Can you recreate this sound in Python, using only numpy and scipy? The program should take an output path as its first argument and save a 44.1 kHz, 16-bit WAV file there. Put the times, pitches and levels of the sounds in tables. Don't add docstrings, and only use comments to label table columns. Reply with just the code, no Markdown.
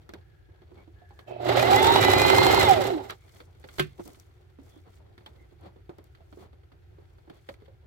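import sys
import numpy as np
from scipy import signal
from scipy.fft import rfft, irfft
from scipy.io import wavfile
from scipy.ndimage import uniform_filter1d

SR = 44100
rng = np.random.default_rng(int(sys.argv[2]) if len(sys.argv) > 2 else 0)


def invert_db(level):
    return 10 ** (np.asarray(level, dtype=float) / 20)


def store_pcm(level_fs):
    pcm = np.round(np.clip(level_fs, -1, 1) * 32767).astype(np.int16)
    wavfile.write(sys.argv[1], SR, np.atleast_2d(pcm).T)


N = 346626
T, HZ = np.arange(N) / SR, np.fft.rfftfreq(N, 1 / SR)

# f/Hz, density/dB per Hz
ROOM_SPECTRUM = [(12, -48), (20, -31), (60, 3.5), (89, 7.5), (165, -10.5), (206, -41), (361, -8),
                 (652, -37.5), (750, -19), (1050, -51), (1320, -25.5), (3520, -37), (8410, -48),
                 (14300, -47.5), (16500, -50.5)]
ROOM_DB = -54.5
# start t/s, end t/s, f/Hz, level/dB
WHISTLES = [(.15, .65, 1670, -74), (.95, 1.37, 1690, -68), (.76, .84, 2250, -68), (3.19, 3.33, 2220, -71),
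            (4.005, 4.035, 6000, -66), (4.7, 4.8, 3400, -70), (4.01, 4.03, 2100, -62),
            (5.37, 5.46, 2080, -68)]

# peak t/s, swell/s, fade/s, peak level/dB, fine hiss re peak/dB
RUSTLE = [(0.01, .02, 0.091, -73, -9), (0.1, .03, 0.45, -68.5, -15), (0.8, .6, 0.39, -70, -15),
          (1.212, .3, 0.065, -69.5, -5.5), (3.13, .02, 0.2, -61, -25), (3.39, 0.39, 0.16, -60.5, -4),
          (3.809, .25, 0.1, -51.5, -4.5), (4.05, .2, 0.47, -59.5, -5.5), (4.66, 0.1, 0.21, -68, -2.5),
          (4.97, 0.32, 0.068, -68.5, -7), (5.3, 0.45, 1, -70, -11), (6.05, 0.015, 0.14, -76.5, -1.5),
          (6.43, 0.32, 0.058, -69, -2), (7.539, .9, 0.039, -66.5, -9.5), (7.66, 0.18, 0.17, -66, -22)]
SLIDE_SPAN_DB = 20
REST_LOW_DB, REST_MID_DB, LOW_PER_SLIDE = -71, -80.5, .4
# t/s, peak level/dB, f/Hz, bright part re peak/dB, bright f/Hz
TAPS = [(0.091, -41, 371, -8.5, 1180), (0.136, -41, 364, -4, 1410), (0.618, -51, 357, -14, 1140),
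        (1.106, -50.5, 826, -14, 1550), (1.19, -51, 450, 4, 1195), (3.098, -38.5, 399, 3.5, 1204),
        (3.402, -48, 472, 0, 1246), (3.64, -42.5, 532, -6, 1630), (3.687, -51.5, 368, 3.5, 1500),
        (5.178, -51.5, 359, 0, 1740), (5.207, -54.5, 382, -12, 2230), (5.261, -47.5, 855, 3.5, 3340),
        (5.893, -37, 347, -20, 1540), (5.984, -45, 358, -12.5, 980), (6.149, -67.5, 426, 11, 1510),
        (6.326, -46, 310, -10, 1296), (6.529, -54.5, 288, -13, 2060), (6.633, -62, 400, -3, 1040),
        (6.718, -57.5, 252, -3.5, 1467), (7.183, -57, 382, -8, 1410), (7.298, -42.5, 369, -9.5, 1230),
        (7.488, -34.5, 561, -6, 1584), (7.54, -63, 358, 4, 1930)]
# t/s, peak level/dB, f/Hz, left minus right/dB
TICKS = [(0.0915, -35.5, 5800, 9), (0.1367, -33, 5650, 11), (1.1918, -55, 5050, 3.0),
         (1.761, -3.5, 4800, 0), (3.1065, -20, 6040, 6), (3.4738, -67, 5040, -0.5),
         (3.5977, -46, 10450, 18), (3.6381, -66, 5110, 11), (4.0774, -31, 12000, 16),
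         (4.198, -32, 5960, 13.5), (4.5007, -58.5, 13760, 16), (5.177, -56, 5870, 4),
         (5.2599, -41, 5700, 6), (5.6101, -46, 11080, 2), (5.983, -45, 5000, 17), (6.0414, -44, 12800, 19),
         (7.2995, -51, 5440, 14), (7.4864, -52, 5740, 4.5)]
# t/s, peak level/dB, f/Hz
THUMPS = [(0.488, -55, 364), (0.716, -46, 364), (0.876, -46.5, 337), (1.018, -51, 705), (1.281, -43, 651),
          (3.995, -33.5, 338), (4.057, -43.5, 281), (4.587, -43.5, 282), (4.763, -47.5, 313.6),
          (5.408, -54.5, 354), (6.372, -43.5, 365), (4.17, -56.5, 300), (5.521, -53, 331), (5.76, -48, 393),
          (6.205, -54.5, 650), (6.984, -50, 404), (7.276, -46.5, 365), (7.621, -50, 397), (7.68, -49, 530)]
THUMP_PAN_DB, TAP_PAN_DB, LEVER_PAN_DB = -5.5, -2.5, -4
# start t/s, end t/s, low level/dB, middle level/dB
RUBS = [(0.736, 0.844, -56.5, -78), (3.982, 4.025, -48, -79), (4.847, 4.912, -55.5, -73.5),
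        (5.593, 5.718, -50.5, -65.5), (5.765, 5.815, -68, -90), (6.377, 6.475, -51.5, -66),
        (7.305, 7.41, -69.5, -73)]
# t/s, peak level/dB
LEVER = [
    (3.783, -24),
    (3.795, -12),
]
# f/Hz, level/dB, t60/s
LEVER_MODES = [(146.4, -7, 0.25), (368, 1.5, 0.14), (1082, -10.5, 0.1), (1550, -1, 0.092),
               (1780, -21, 0.16), (2210, -24.5, 0.17), (2410, -23, 0.18), (2520, -17, 0.13),
               (2730, -20.5, 0.18), (3024, -8.5, 0.083), (3671, -15, 0.08), (4350, -75, 0.22)]

# t/s, level/dB
DRIVE = [
    (1.262, -36),
    (1.282, -19.5),
    (1.372, -17),
    (1.5, -1),
    (2.64, 0),
    (2.904, -6.5),
    (3.074, -20),
    (3.126, -21.5),
    (3.17, -45),
]
# t/s, tooth rate f/Hz, motor effort level/dB
WHINE = [
    (1.47, 304.6, 3.5),
    (1.604, 611.3, 2),
    (1.778, 850, -0.5),
    (1.982, 980.6, 6),
    (2.372, 1043, 0.5),
    (2.59, 1061, 0.5),
    (2.764, 648, 1),
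    (2.956, 311, -4.5),
    (3.03, 262.4, -0.5),
]
# multiple, level/dB
TOOTH_ORDERS = [(1, -15.5), (2, -30.5), (2.39, -31), (3, -31.5), (4, -30)]
# f/Hz, width/Hz, level/dB
OUTLETS = [(345, 150, -8), (590, 230, -10), (780, 170, 0), (900, 110, -7), (2050, 280, .5), (2430, 200, -6),
           (2900, 600, -11), (3600, 800, 1), (4200, 600, -3)]
# needle t/s, peak level/dB, feed t/s, peak level/dB
STITCH = [(1.31, -30.5, 1.402, -27), (1.491, -14, 1.573, -18.5), (1.627, -14.5, 1.713, -10.5),
          (1.763, -16, 1.81, -31.5), (1.87, -14.5, 1.906, -13.5), (1.96, -10.5, 1.994, -19),
          (2.049, -15, 2.083, -10.5), (2.135, -9, 2.166, -16), (2.217, -12.5, 2.25, -11.5),
          (2.301, -10, 2.332, -11.5), (2.383, -9, 2.416, -13.5), (2.466, -10, 2.498, -14),
          (2.546, -16, 2.576, -12.5), (2.631, -27.5, 2.686, -17.5), (2.735, -30.5, 2.809, -22.5),
          (2.872, -26.5, 2.903, -19.5)]
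# share of turn, width/turn, thread drag/dB, casing rattle/dB, belt load/dB
DRAG = [
    (0, .05, 7.5, 2, -14.5),
    (.45, 0.055, -3, 3.5, -11),
    (.62, 0.072, 6, 1.5, -0.5),
    (.78, .035, 8, -3.5, 3),
    (0.881, .05, 4.5, 3.5, -3),
]
DRAG_DB, RATTLE_DB, LOAD_DB = -4.5, -2, 3.5
# full-speed level/dB, dB per dB of drive, dB per dB of speed
FOLLOWS = [
    (-30.5, 1, 0.82),
    (-23.5, 1, 0.32),
    (-23.5, 1.29, .5),
    (-39, 0.74, 1.09),
]
# f/Hz, width/Hz, level/dB
CASING = [(277, 18, -7.5), (382, 22, 5), (531.5, 9.6, -2), (630, 11, -9), (784, 56, -3), (860, 90, -7.5)]
# f/Hz, density/dB per Hz
GRIND = [(590, -30.5), (1000, 0), (1310, 0), (1430, -3.5), (1640, -4.5), (2070, -3.5), (2230, -7),
         (2650, -8.5), (3910, -4), (5400, -18.5), (6000, -25.5), (7800, -48), (13200, -120)]
# f/Hz, density/dB per Hz
HISS = [(2940, -35), (5000, -4), (6580, -8), (7490, -4.5), (8970, -13.5), (10600, -10.5), (15200, -5.5),
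        (16100, -9), (16500, -57)]
TUG_HZ, TABLE_HZ = 119.3, 107.3
FULL_HZ, REST_S = 1050, 3.16
KNOCK_HZ, KNOCK_RISE_HZ, KNOCK_SCATTER = 556, 300, 0.022
NEEDLE_CLATTER_DB, FEED_CLATTER_DB, CLATTER_PER_SPEED = -5.5, -14.5, 1.5
STOP_S, STOP_DB, STOP_T60_S = 3.095, -26.5, 0.098
TURNS_S, BREAKAWAY_S, HELD_DB = 1.48, 0.089, -15

# f/Hz, left minus right/dB
TILT = [(60, -1.0), (110, 0.11), (200, -2.0), (380, -5.0), (700, -8.5), (1290, -3.5), (2380, -3.5),
        (4400, -3.5), (8120, 1.49), (15000, -2.0)]
HANDS_TILT = [(150, -0.5), (400, 0.58)]  # f/Hz, left minus right/dB
# f/Hz, lead/rad
LEAD = [(60, .1), (170, .05), (330, -1.7), (1000, -1.9), (2000, -4.7), (5000, -11.5), (16000, -20)]
# f/Hz, share 0-1
SHARED = [(60, 0.83), (150, .9), (300, 0.068), (1000, 0.11), (6000, 0.11), (16000, 0.27)]
TOP_HZ = 16050


def shape(table):
    hz, value = np.transpose(table)
    return np.interp(np.log(HZ + 1), np.log(hz), value)


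def unit(x):
    return x / np.sqrt(np.mean(x ** 2))


def band(lo_hz, hi_hz):
    return 1 / np.sqrt((1 + (lo_hz / (HZ + 1)) ** 6) * (1 + (HZ / hi_hz) ** 6))


def peak(hz, width_hz):
    return 1 / np.sqrt(1 + (2 * (HZ - hz) / width_hz) ** 2)


def noise(gain):
    both, own = rfft(rng.standard_normal((2, N)))
    shared = np.clip(shape(SHARED), 0, 1)
    left = shared * both + np.sqrt(1 - shared ** 2) * own
    return unit(irfft(gain * np.array([left, both]), N))


def walk(rate_hz):
    k = int(SR / rate_hz)
    held = np.repeat(rng.standard_normal(N // k + 1), k)
    return 1.46 * uniform_filter1d(uniform_filter1d(held, k), k)[:N]


def strike(s, t60_s, rise_s=.001):
    t = np.clip(T[:SR // 4] - s, 0, None)
    return (1 - np.exp(-t / rise_s)) * np.exp(-np.log(1000) * t / t60_s)


def ring(hz, t60_s, rough, rise_s=0.00044):
    t = T[:SR // 4]
    jitter = uniform_filter1d(rng.standard_normal((2, len(t))), size=40)
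    both, own = np.cumsum(jitter, axis=1) * rough
    phase = 2 * np.pi * hz * t + np.array([both + 0.6 * own, both])
    return np.sin(phase) * strike(0, t60_s, rise_s)


def burst(source, s, t60_s, rise_s=0.0002):
    piece = source[:, (int(s * SR) + np.arange(SR // 4)) % N]
    return piece * strike(0, t60_s, rise_s) / 2


def add(out, s, db, sound, pan_db=0):
    i = int(s * SR)
    sound = sound[..., :N - i]
    out[:, i:i + sound.shape[-1]] += sound * invert_db(db + np.array([[pan_db], [-pan_db]]) / 2)


def room():
    out = invert_db(ROOM_DB + 0.68 * walk(4)) * noise(invert_db(shape(ROOM_SPECTRUM)))
    for t0, t1, hz, db in WHISTLES:
        gate = np.clip(np.minimum(T - t0, t1 - T) / .02, 0, 1)
        out += gate * invert_db(db) * noise(peak(hz, .08 * hz) ** 2)
    return out


def crackle(rate_hz, spread_db):
    size_db = spread_db * np.minimum(rng.exponential(size=N), 3)
    hits = (rng.random(N) < rate_hz / SR) * invert_db(size_db)
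    return unit(1.3 + signal.lfilter([1], [1, -.994], hits))


def slides():
    mid, fine = invert_db(REST_MID_DB) + 0 * T, 0
    for s, swell_s, fade_s, db, fine_db in RUSTLE:
        away_db = SLIDE_SPAN_DB * np.maximum((s - T) / swell_s, (T - s) / fade_s)
        mid = mid + invert_db(db - away_db)
        fine = fine + invert_db(db + fine_db - 1.5 * away_db)
    low = invert_db(REST_LOW_DB) * (mid / invert_db(REST_MID_DB)) ** LOW_PER_SLIDE
    return low, mid, fine


def rustle(low, mid):
    fine = noise(band(4500, 8300) + band(22000, 24000))
    low_gain, mid_gain, fine_gain = slides()
    grain = walk(30)
    out = low_gain * invert_db(-1.0 + 3.2 * grain + 2.5 * walk(45)) * low
    out += mid_gain * invert_db(-5.0 + 1.1 * grain + 0.58 * walk(98)) * crackle(140, 4.3) * mid
    out += fine_gain * invert_db(5.0 + 1.1 * walk(60)) * crackle(120, 3.5) * fine
    return out


def taps(out, low, mid):
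    for s, db, hz, rel_db, bright_hz in TAPS:
        body = ring(hz, 0.115, 0.062) + 1.07 * burst(low, s, 0.105)
        bright = burst(mid, s, 0.055, rise_s=0.00045) + ring(bright_hz, 0.032, 0.22)
        add(out, s, db + 1.0, body, TAP_PAN_DB)
        add(out, s, db + rel_db + 5.5, bright, TAP_PAN_DB)


def ticks(out, air):
    for s, db, hz, pan_db in TICKS:
        snap = 0.55 * ring(hz, 0.012, 0.1, rise_s=.0002) + burst(air, s, 0.014)
        add(out, s, db - 12.5, snap, pan_db)


def thumps(out, low, mid):
    for s, db, hz in THUMPS:
        thump = ring(hz, 0.15, .06) + 0.6 * burst(low, s, 0.055) + 0.041 * burst(mid, s, .05)
        add(out, s, db + 1.5, thump, THUMP_PAN_DB)


def rubs(out, low, mid):
    for t0, t1, low_db, mid_db in RUBS:
        swell = np.sin(np.pi * np.clip((T - t0) / (t1 - t0), 0, 1)) * invert_db(2.0 * walk(70))
        out += swell * (invert_db(low_db) * low + invert_db(mid_db) * mid)


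def lever(out, low, mid, air):
    for s, db in LEVER:
        modes = sum(invert_db(g) * ring(hz, t60_s, 0.041, rise_s=0.0033) for hz, g, t60_s in LEVER_MODES)
        clack = burst(mid + .3 * air + 1.24 * low, s, 0.044, rise_s=0.00069)
        tail = 0.18 * burst(mid + 0.086 * air, s, .18)
        add(out, s, db - 6.0, modes, LEVER_PAN_DB)
        add(out, s, db - 4.5, clack + tail, LEVER_PAN_DB)


def hands():
    low = noise(0.76 * peak(180, 25) + peak(350, 80) + 0.62 * band(380, 820))
    weave = peak(1300, 550) ** 2 + peak(2100, 520) ** 2 + 0.8 * peak(3400, 820) ** 2
    mid = noise(weave + 0.55 * peak(4400, 490) ** 2 + 0.058)
    air = noise(band(2600, 16000))
    out = rustle(low, mid)
    taps(out, low, mid)
    ticks(out, air)
    thumps(out, low, mid)
    rubs(out, low, mid)
    lever(out, low, mid, air)
    return out


def speed_db(s):
    when, hz, _ = np.transpose(WHINE)
    return 20 * np.log10(np.interp(s, when, hz) / FULL_HZ)


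def motor_hum(gain, stall, tug):
    table = noise(peak(TABLE_HZ, 27) * band(66, 150))
    return gain * (2.4 * stall * tug + (1.1 - 0.39 * stall) * table)


def casing_rattle(gain, rattle_db, stall, tug):
    shell = sum(invert_db(db) * peak(hz, w_hz) for hz, w_hz, db in CASING) * band(150, 900)
    out = gain * invert_db(3.0 + rattle_db + 0.69 * walk(45)) * (1 - .5 * stall) * noise(shell)
    once = np.diff(np.sign(tug + 1e-9), prepend=1).clip(0)
    jolts = rfft(once * invert_db(4.5 * rng.standard_normal(N)))
    buzz = unit(irfft(jolts * (peak(370, 40) + 1.83 * peak(650, 90)) ** 2, N))
    return out + gain * 1.2 * stall * buzz


def brushes():
    gate = np.clip(np.minimum((T - 1.27) / 0.0088, (1.44 - T) / 0.1), 0, 1)
    fizz = (peak(2600, 110) + 0.6 * peak(3130, 150) + 0.5 * peak(2300, 110)) ** 2
    return invert_db(-57) * gate * noise(fizz)


def knocks(out, gears, thread):
    blows = [(s, db, NEEDLE_CLATTER_DB) for s, db, _, _ in STITCH]
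    blows += [(s, db, FEED_CLATTER_DB) for _, _, s, db in STITCH]
    clatter = gears + 0.22 * thread
    for (s, db, clatter_db), chance in zip(blows, rng.standard_normal(len(blows))):
        hz = (KNOCK_HZ + KNOCK_RISE_HZ * invert_db(speed_db(s))) * (1 + KNOCK_SCATTER * chance)
        rel_db = clatter_db + CLATTER_PER_SPEED * speed_db(s)
        add(out, s, db + 5, ring(hz, 0.028, 0.09, rise_s=0.00079))
        add(out, s + .003, db - 2.5, ring(385., .08, .05, rise_s=0.006))
        add(out, s, db + rel_db + 1.0, burst(clatter, s, 0.026, rise_s=0.00074))


def whine(load_db, drive_db):
    s, hz, effort_db = np.transpose(WHINE)
    rate_hz = np.interp(T, s, hz)
    turn = 2 * np.pi * np.cumsum(rate_hz * (1 + .0022 * walk(50))) / SR
    out = 0
    for k, db in TOOTH_ORDERS:
        way_out = sum(invert_db(g) / (1 + (2 * (k * rate_hz - f) / w) ** 2) ** 2 for f, w, g in OUTLETS)
        swing = .9 if k == 2 else .4
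        flutter = walk(35) + .5 * np.array([walk(30), walk(30)])
        flutter_db = (2.1 if k in (1, 4) else 3) * flutter
        order_db = db + (k > 1) * .33 * k * drive_db + swing * load_db + flutter_db
        out = out + way_out * invert_db(order_db) * np.sin(k * turn)
    slack = np.clip((s[-1] - T) / 0.067, 0, 1)
    effort = invert_db(np.interp(T, s, np.clip(effort_db, -30, 4), -140, -140))
    return out * slack * effort


def machine():
    drive_db = np.interp(T, *np.transpose(DRIVE), -300, -300)
    hum, casing, grind, hiss = (invert_db(db + a * drive_db + b * speed_db(T)) for db, a, b in FOLLOWS)
    turns = np.interp(T, [row[0] for row in STITCH] + [REST_S], np.arange(len(STITCH) + 1))
    near = [np.exp(-(((turns - at + .5) % 1 - .5) / width) ** 2) for at, width, *_ in DRAG]
    drag_db, rattle_db, load_db = np.transpose(DRAG)[2:] @ near + [[DRAG_DB], [RATTLE_DB], [LOAD_DB]]
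    stall = np.clip((1.75 - T) / 0.27, 0, 1)
    tug = np.sin(2 * np.pi * TUG_HZ * T)
    held_db = HELD_DB * np.clip((TURNS_S - T) / BREAKAWAY_S, 0, 1)
    out = motor_hum(hum, stall, tug) + casing_rattle(casing, rattle_db, stall, tug) + brushes()

    mesh = 1 + 0.7 * peak(1390, 110) + 0.73 * peak(2060, 100) + .5 * peak(2800, 120)
    gears = noise(invert_db(shape(GRIND)) * band(900, 7000) * mesh)
    grit_db = np.clip(1.8 * walk(120), -5, 3)
    out += grind * invert_db(-1.0 + 0.46 * held_db + 0.46 * drag_db + grit_db) * gears
    thread = noise(invert_db(shape(HISS)) * band(3600, 12000))
    out += hiss * invert_db(5.0 + held_db + 1.3 * drag_db + 1.1 * walk(150)) * thread
    knocks(out, gears, thread)
    add(out, STOP_S, STOP_DB, burst(gears, STOP_S, STOP_T60_S, rise_s=0.0066))
    return out + whine(load_db, drive_db)


def ports(x, tilt_db):
    lean = invert_db(tilt_db / 2)
    edges = band(24, 1e6) / (1 + (HZ / TOP_HZ) ** 110)
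    return irfft(rfft(x) * edges * np.array([lean * np.exp(1j * shape(LEAD)), 1 / lean]), N)


def scene():
    return ports(hands() + room(), shape(HANDS_TILT)) + ports(machine(), shape(TILT))


def low_pass(x):
    return signal.sosfilt(signal.butter(12, 16980, fs=SR, output="sos"), x)


def record(dry):
    return low_pass(dry)


dry = scene()
out = record(dry)
store_pcm(out)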